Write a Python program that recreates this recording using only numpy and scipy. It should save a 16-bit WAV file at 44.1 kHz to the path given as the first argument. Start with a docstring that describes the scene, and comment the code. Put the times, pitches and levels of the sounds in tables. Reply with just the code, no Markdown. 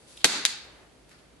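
"""A bare room, a stereo microphone close to the hands: duct tape is drawn off its roll and wound round a
short plastic pipe. The glue fizzes as the tape tightens, then lets go in two sharp rips that ring the
pipe; the first jolts the roll hard. Faint crackles follow as the tape is pressed down. The work top and
the room throw the rips back, and the recorder's limiter ducks and overloads on them."""
import sys
import numpy as np
from scipy import signal
from scipy.fft import rfft, irfft, next_fast_len
from scipy.io import wavfile
from scipy.ndimage import uniform_filter1d

SR = 44100
rng = np.random.default_rng(int(sys.argv[2]) if len(sys.argv) > 2 else 0)


def dump_mix(stems):
    """Bounce the given channels to the path in sys.argv[1] as a 16-bit WAV at rate SR."""
    frames = np.atleast_2d(stems).T  # one column per channel
    limited = np.clip(frames, -1, 1)  # hard clip at full scale
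    pcm = np.round(limited * 32767).astype(np.int16)
    wavfile.write(sys.argv[1], SR, pcm)


N = 61739
TAPS = 4096
TIME = np.arange(N) / SR
SHORT = TIME[:TAPS]
HZ = np.fft.rfftfreq(TAPS, 1 / SR)
TAPE_HZ, FIRST_ECHO_S = 3360, 0.0045  # the taut tape's resonance; the delay off the work top

# how alike the echoes are at the two microphones: frequency_hz, likeness
ROOM_LIKENESS = [(60, 0.87), (150, 1), (290, 1), (640, 0.89), (1400, .35), (3100, 0.11), (11000, 0.033)]


def amp(db):
    """Decibels to gain."""
    return 10 ** (np.asarray(db) / 20)


def unit(x):
    """Scales to an rms of one."""
    return x / np.sqrt(np.mean(x ** 2) + 1e-20)


def read(points, hz=HZ):
    """Reads a table on a log-frequency axis."""
    f, value = np.transpose(points)
    return np.interp(np.log(hz + 1), np.log(f), value)


def level(points):
    """Gain over time from rows of time_s, level_db."""
    return amp(np.interp(TIME, *np.transpose(points)))


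def add(mix, start_s, sound):
    """Mixes a sound in at start_s."""
    part = mix[..., max(round(start_s * SR), 0):][..., :sound.shape[-1]]
    part += sound[..., :part.shape[-1]]


def pulse(db):
    """The shortest causal pulse with the given gain per frequency."""
    log_gain = np.log(amp(np.concatenate([db, db[-2:0:-1]])))
    return irfft(np.exp(np.conj(signal.hilbert(log_gain)))[:len(db)])


def convolve(x, response):
    """Plays a sound through a response."""
    return signal.fftconvolve(np.atleast_2d(x), response, axes=1)[:, :N]


def colour(x, spectrum):
    """Filters by rows of frequency_hz, gain_db and scales to an rms of one."""
    return unit(convolve(x, pulse(read(spectrum))[None]))


def low_pass(x, hz):
    """Steep band limit."""
    return signal.oaconvolve(x, signal.firwin(255, hz, window=("kaiser", 8), fs=SR)[None], "same")


def noise_pair(likeness, size=N):
    """White noise at two microphones, alike by the given amount per frequency."""
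    length = next_fast_len(size, True)
    left, other = rfft(rng.standard_normal((2, length)))
    alike = np.clip(read(likeness, np.fft.rfftfreq(length, 1 / SR)), -1, 1)
    right = alike * left + np.sqrt(1 - alike ** 2) * other
    return irfft(np.array([left, right]), length)[:, :size]


def grains(per_s, spectrum, spread_db=3):
    """A random stream of tiny ticks of uneven size."""
    sizes = amp(spread_db * np.minimum(rng.exponential(1, N), 3)) * rng.choice([-1, 1], (2, N))
    return colour(sizes * (rng.random(N) < per_s / SR), spectrum)


def ring(modes):
    """Decaying sines of a struck object."""
    return sum(amp(db - 60 * SHORT / t60) * np.sin(2 * np.pi * hz * SHORT) for hz, db, t60 in modes)


def scatter(envelope):
    """A dense cluster of echoes under an envelope, with even colour and unit energy."""
    echoes = noise_pair(ROOM_LIKENESS, size=TAPS) * envelope
    for _ in range(3):
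        spectrum = rfft(echoes)
        power = uniform_filter1d(abs(spectrum) ** 2, size=30, axis=1)
        echoes = irfft(spectrum / np.sqrt(abs(power) + 1e-12)) * np.minimum(envelope * 20, 1)
    return unit(echoes) / np.sqrt(TAPS)


def room_tone():
    """The steady hush and low rumble of the room."""
    # spectra of hush and rumble: frequency_hz, gain_db
    hush_colour = [(15, -20), (25, 1), (65, -5), (309, -4), (503, -6), (587, -7), (840, -12.5), (1330, -18),
                   (2280, -18), (2730, -21.5), (8900, -25.5), (11500, -28.5), (15000, -72.5), (22000, -120)]
    rumble_colour = [(20, -33), (42, -15), (55, 2), (64, -7), (80, -18.5), (140, -11), (250, -26),
                     (1000, -73)]
    # how alike each is left and right: frequency_hz, likeness
    hush_likeness = [(30, 1), (130, 0.3), (300, 0.58), (700, 0.19), (1500, 0.25), (8000, .1)]
    rumble_likeness = [(30, 1), (150, 1)]
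    rumble = amp(-62.5) * colour(noise_pair(rumble_likeness), rumble_colour)
    return rumble + amp(-58.5) * colour(noise_pair(hush_likeness), hush_colour)


def room_ripple(spread_db=2.5, spacing_hz=110):
    """Random narrow peaks and dips of the room, in dB per frequency, shallower towards the bass."""
    knots = np.arange(0, SR / 2, spacing_hz)
    heights = np.clip(rng.standard_normal(len(knots)), -2, 2)
    return spread_db * np.interp(HZ, knots, heights) * np.minimum(HZ / TAPE_HZ, 1)


def room_tail(ripple_db, rise_s=0.0082):
    """Diffuse, unevenly coloured tail off the bare walls; the treble dies first."""
    # reverberation time: frequency_hz, t60_s
    decay = [(120, 0.44), (500, 0.6), (1500, 0.66), (4000, 0.6), (7000, 0.4), (11000, 0.24)]
    # spectrum of the tail: frequency_hz, gain_db
    tail_colour = [(60, -15), (170, 4), (500, -5.5), (850, 3.5), (1100, 5), (1400, 5.5), (1750, 1.5),
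                   (2300, -1.5), (2950, -1.5), (3800, -2.5), (4650, 1.5), (5200, -1.5), (6400, 1.5),
                   (8000, 2), (11000, 1.5)]
    hz, t, bands = signal.stft(noise_pair(ROOM_LIKENESS, size=SR), SR, nperseg=256)
    bands *= amp(-60 * t / read(decay, hz)[:, None])
    tail = signal.istft(bands, SR, nperseg=256)[1][:, :SR]
    tail *= np.clip((TIME[:SR] - FIRST_ECHO_S) / rise_s, 0, 1)
    return convolve(unit(tail) / np.sqrt(SR), pulse(read(tail_colour) + ripple_db)[None])


def hands():
    """Hands rub softly on roll and pipe."""
    # course of the rubbing: time_s, level_db
    pressure = [(0, -67), (0.15, -61), (0.55, -77), (0.66, -55), (0.82, -56.5), (0.95, -68.5), (1.05, -69),
                (1.15, -68.5), (1.4, -71.5)]
    # its spectrum: frequency_hz, gain_db
    rub_colour = [(25, -26), (70, -4), (140, -12.5), (320, -2.5), (600, -5.5), (1000, -8), (1800, -8.5),
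                  (4000, -18.5), (11000, -28.5)]
    # how alike it is left and right: frequency_hz, likeness
    likeness = [(50, 1), (150, 0.4), (300, 0.56), (700, 0.85), (1500, 0.2), (8000, .1)]
    return colour(noise_pair(likeness), rub_colour) * level(pressure)


def peel(tail):
    """Glue threads fizz and the backing creaks as the tape tightens; pressed down, it crackles."""
    # courses of fizz, creak and sticky crackle: time_s, level_db
    fizz = [(0, -62), (0.06, -68), (0.08, -55.5), (0.135, -56.5), (0.15, -71), (0.175, -47), (0.2, -76),
            (0.225, -89), (0.3, -47), (0.7, -78), (1.05, -75.5), (1.12, -70.5), (1.22, -77), (1.4, -80)]
    creak = [(0.15, -86), (0.172, -50.5), (0.195, -69), (0.22, -48.5), (0.25, -69), (0.3, -77)]
    tack = [(0.86, -83.5), (0.93, -73.5), (0.99, -78.5), (1.06, -78), (1.09, -65.5), (1.105, -62.5),
            (1.118, -58.5), (1.14, -68.5), (1.17, -73), (1.193, -67.5), (1.23, -76), (1.3, -80), (1.4, -81)]
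    # their spectra: frequency_hz, gain_db
    fizz_colour = [(200, -23), (1200, -10.5), (3400, 2), (6000, -2), (8000, -2), (10500, 2), (12000, -14)]
    creak_colour = [(300, -31), (1500, -19), (2400, -17), (3200, 1), (3900, -3.5), (5200, -21),
                    (11000, -29)]
    tack_colour = [(300, -25.5), (950, -10.5), (1500, 0), (2400, -2.5), (4200, -5), (6000, -10.5),
                   (11000, -15.5)]
    close = grains(per_s=9000, spectrum=fizz_colour) * level(fizz)
    close += grains(per_s=200, spectrum=creak_colour) * level(creak)
    close += grains(per_s=2000, spectrum=tack_colour) * level(tack)
    return close + amp(-0.5) * convolve(close, tail)


def slip(db, tilt_db, bass_db, tape_db, bass_hz=980, width_octaves=0.75):
    """The glue lets go: one pulse, coloured by the taut tape."""
    # spectrum of a slip: frequency_hz, gain_db
    slip_colour = [(20, -30.5), (60, -38), (150, -28.5), (400, -17.5), (600, -14), (860, -14.5),
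                   (1150, -13.5), (1600, -6), (1880, -4), (2400, -3), (2850, -4), (3800, 1.5), (4500, -1),
                   (5300, -5), (6500, -2.5), (8500, -6.5), (11200, -9.5)]
    octaves = np.log2(np.maximum(HZ, bass_hz / 2) / TAPE_HZ)
    bass = bass_db / (1 + (HZ / bass_hz) ** 2)
    resonance = tape_db * np.exp(-(octaves / width_octaves) ** 2)
    return pulse(db + read(slip_colour) + tilt_db * octaves + bass + resonance)


def snap_response(tail, flutter_t60_s=0.011, near_t60_s=0.038, near_rise_s=0.0017):
    """What follows a snap: the tape's flutter, near echoes off the work top, then the room."""
    flutter = amp(14.5) * scatter(amp(-60 * SHORT / flutter_t60_s))
    onset = np.clip((SHORT - FIRST_ECHO_S) / near_rise_s, 0, 1)
    near = amp(13.5) * scatter(onset * amp(-60 * SHORT / near_t60_s))
    response = amp(6) * tail
    add(response, 0, flutter + near)
    return response


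def crackles(tail):
    """Small, fairly dry ticks of the tape under the fingers."""
    # tiny slips: start_s, level_db, tilt_db_per_octave, bass_lift_db, resonance_lift_db
    small_slips = [(0.1755, -48, -2.5, -6, 10), (0.2163, -41, -2, -1, 6), (0.642, -43, -6.5, 12.5, 1.5),
                   (0.65, -45.5, 2.5, -6.5, 1), (1.0939, -36.5, -0.5, -4, -8.5),
                   (1.1162, -35.5, -7, -4.5, -4.5), (1.1174, -44, 1.5, -3.5, -3.5),
                   (1.123, -45.5, -7, -11, 0), (1.1315, -43, -5, -10, -1), (1.190, -44.5, -4, -13.5, 4.5)]
    ticks = np.zeros(N)
    for start_s, *shape in small_slips:
        add(ticks, start_s, slip(*shape))
    return amp(11.5) * ticks + amp(-6) * convolve(ticks, snap_response(tail))


def roll(tail, rise_s=0.0015):
    """The roll gives a dull knock in the hand as each rip frees it."""
    # jolts of the roll: start_s, level_db
    jolts = [(0.2440, -15), (0.2530, 2.5), (0.452, -19)]
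    # its modes: pitch_hz, level_db, t60_s
    modes = [(178, -27.5, 0.036), (297.7, -14, 0.039), (391, -12, 0.031), (479.6, -20, 0.033)]
    knocks = np.zeros(N)
    for start_s, db in jolts:
        add(knocks, start_s, amp(db) * ring(modes) * np.minimum(SHORT / rise_s, 1))
    return knocks + amp(-11) * convolve(knocks, tail)


def pipe(tail):
    """Each rip tugs at the hollow pipe, which rings on."""
    # tugs at the pipe: start_s, level_db
    tugs = [(0.2449, 3.5), (0.4523, -14)]
    # its modes: pitch_hz, level_db, t60_s
    modes = [(843, -18, 0.027), (1609, -21, 0.076), (2450, -24.5, 0.11), (3700, -22.5, 0.14),
             (3810, -24.5, 0.13), (4388, -28.5, 0.12), (4630, -28.5, 0.083), (4880, -29, 0.15),
             (6018, -30, 0.11)]
    ringing = np.zeros(N)
    for start_s, db in tugs:
        add(ringing, start_s, amp(db) * ring(modes))
    return ringing + amp(-15) * convolve(ringing, tail)


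def direct(x, lead_s=0.00004):
    """The short, straight path to the microphones; it reaches the left first."""
    pair = np.array([x, np.zeros(N)])
    add(pair[1], lead_s, x)
    return amp(11) * pair


def rips(tails):
    """Slips crack at close range, taking turns among places across the tape, each with its own echoes."""
    # glue slips: start_s, level_db, tilt_db_per_octave, bass_lift_db, resonance_lift_db, crack_db
    slips = [(0.2427, -25.5, -4.5, -12, 7.5, 3.5), (0.2445, 5.5, 1.5, 12, 4, 0),
             (0.2459, 5.5, 1, 5, 2.5, -2.5), (0.2475, 2.5, -5, 4.5, 0.5, -1),
             (0.2501, 3.5, 2, -3.5, -0.5, -3.5), (0.2535, -1, -2, -4, -3, -2.5),
             (0.4522, 0.5, -0.66, -6.5, 2.5, 5)]
    cracks, places = np.zeros(N), np.zeros((len(tails), N))
    for k, (start_s, *shape, crack_db) in enumerate(slips):
        snap = slip(*shape)
        add(cracks, start_s, amp(crack_db) * snap)
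        add(places[k % len(tails)], start_s, snap)
    echoes = sum(convolve(place, snap_response(tail)) for place, tail in zip(places, tails))
    return direct(cracks) + echoes


def scene():
    """Rips, crackles, fizz and handling, close up in one room."""
    ripple_db = room_ripple()
    tails = [room_tail(ripple_db) for _ in range(4)]
    taping = rips(tails) + pipe(tails[1]) + crackles(tails[0]) + peel(tails[0]) + roll(tails[0])
    return taping + hands() + room_tone()


def record(dry):
    """A narrow-band recorder whose limiter grabs fast and recovers slowly; the first peaks overload it."""
    low_cut_hz, top_hz, edge_hz = 59, 11800, 16500
    limit_db, grab_s, recover_db_per_s = -14, 0.0019, 103.5
    x = low_pass(dry, top_hz)
    pole = np.exp(-1 / (grab_s * SR))
    smoother = [1 - pole], [1, -pole]
    power_db = 10 * np.log10(signal.lfilter(*smoother, (x ** 2).mean(0)) + 1e-12)
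    fall_db = TIME * recover_db_per_s
    held_db = np.maximum.accumulate(power_db + fall_db) - fall_db
    over_db = np.maximum(held_db - limit_db, 0)
    ducked = x * amp(-signal.lfilter(*smoother, over_db))
    overloaded = low_pass(np.clip(ducked, -1, 1), top_hz)
    low_cut = signal.butter(2, low_cut_hz, "high", fs=SR)
    return low_pass(signal.lfilter(*low_cut, np.clip(overloaded, -1, 1)), edge_hz)


dry = scene()
out = record(dry)
dump_mix(out)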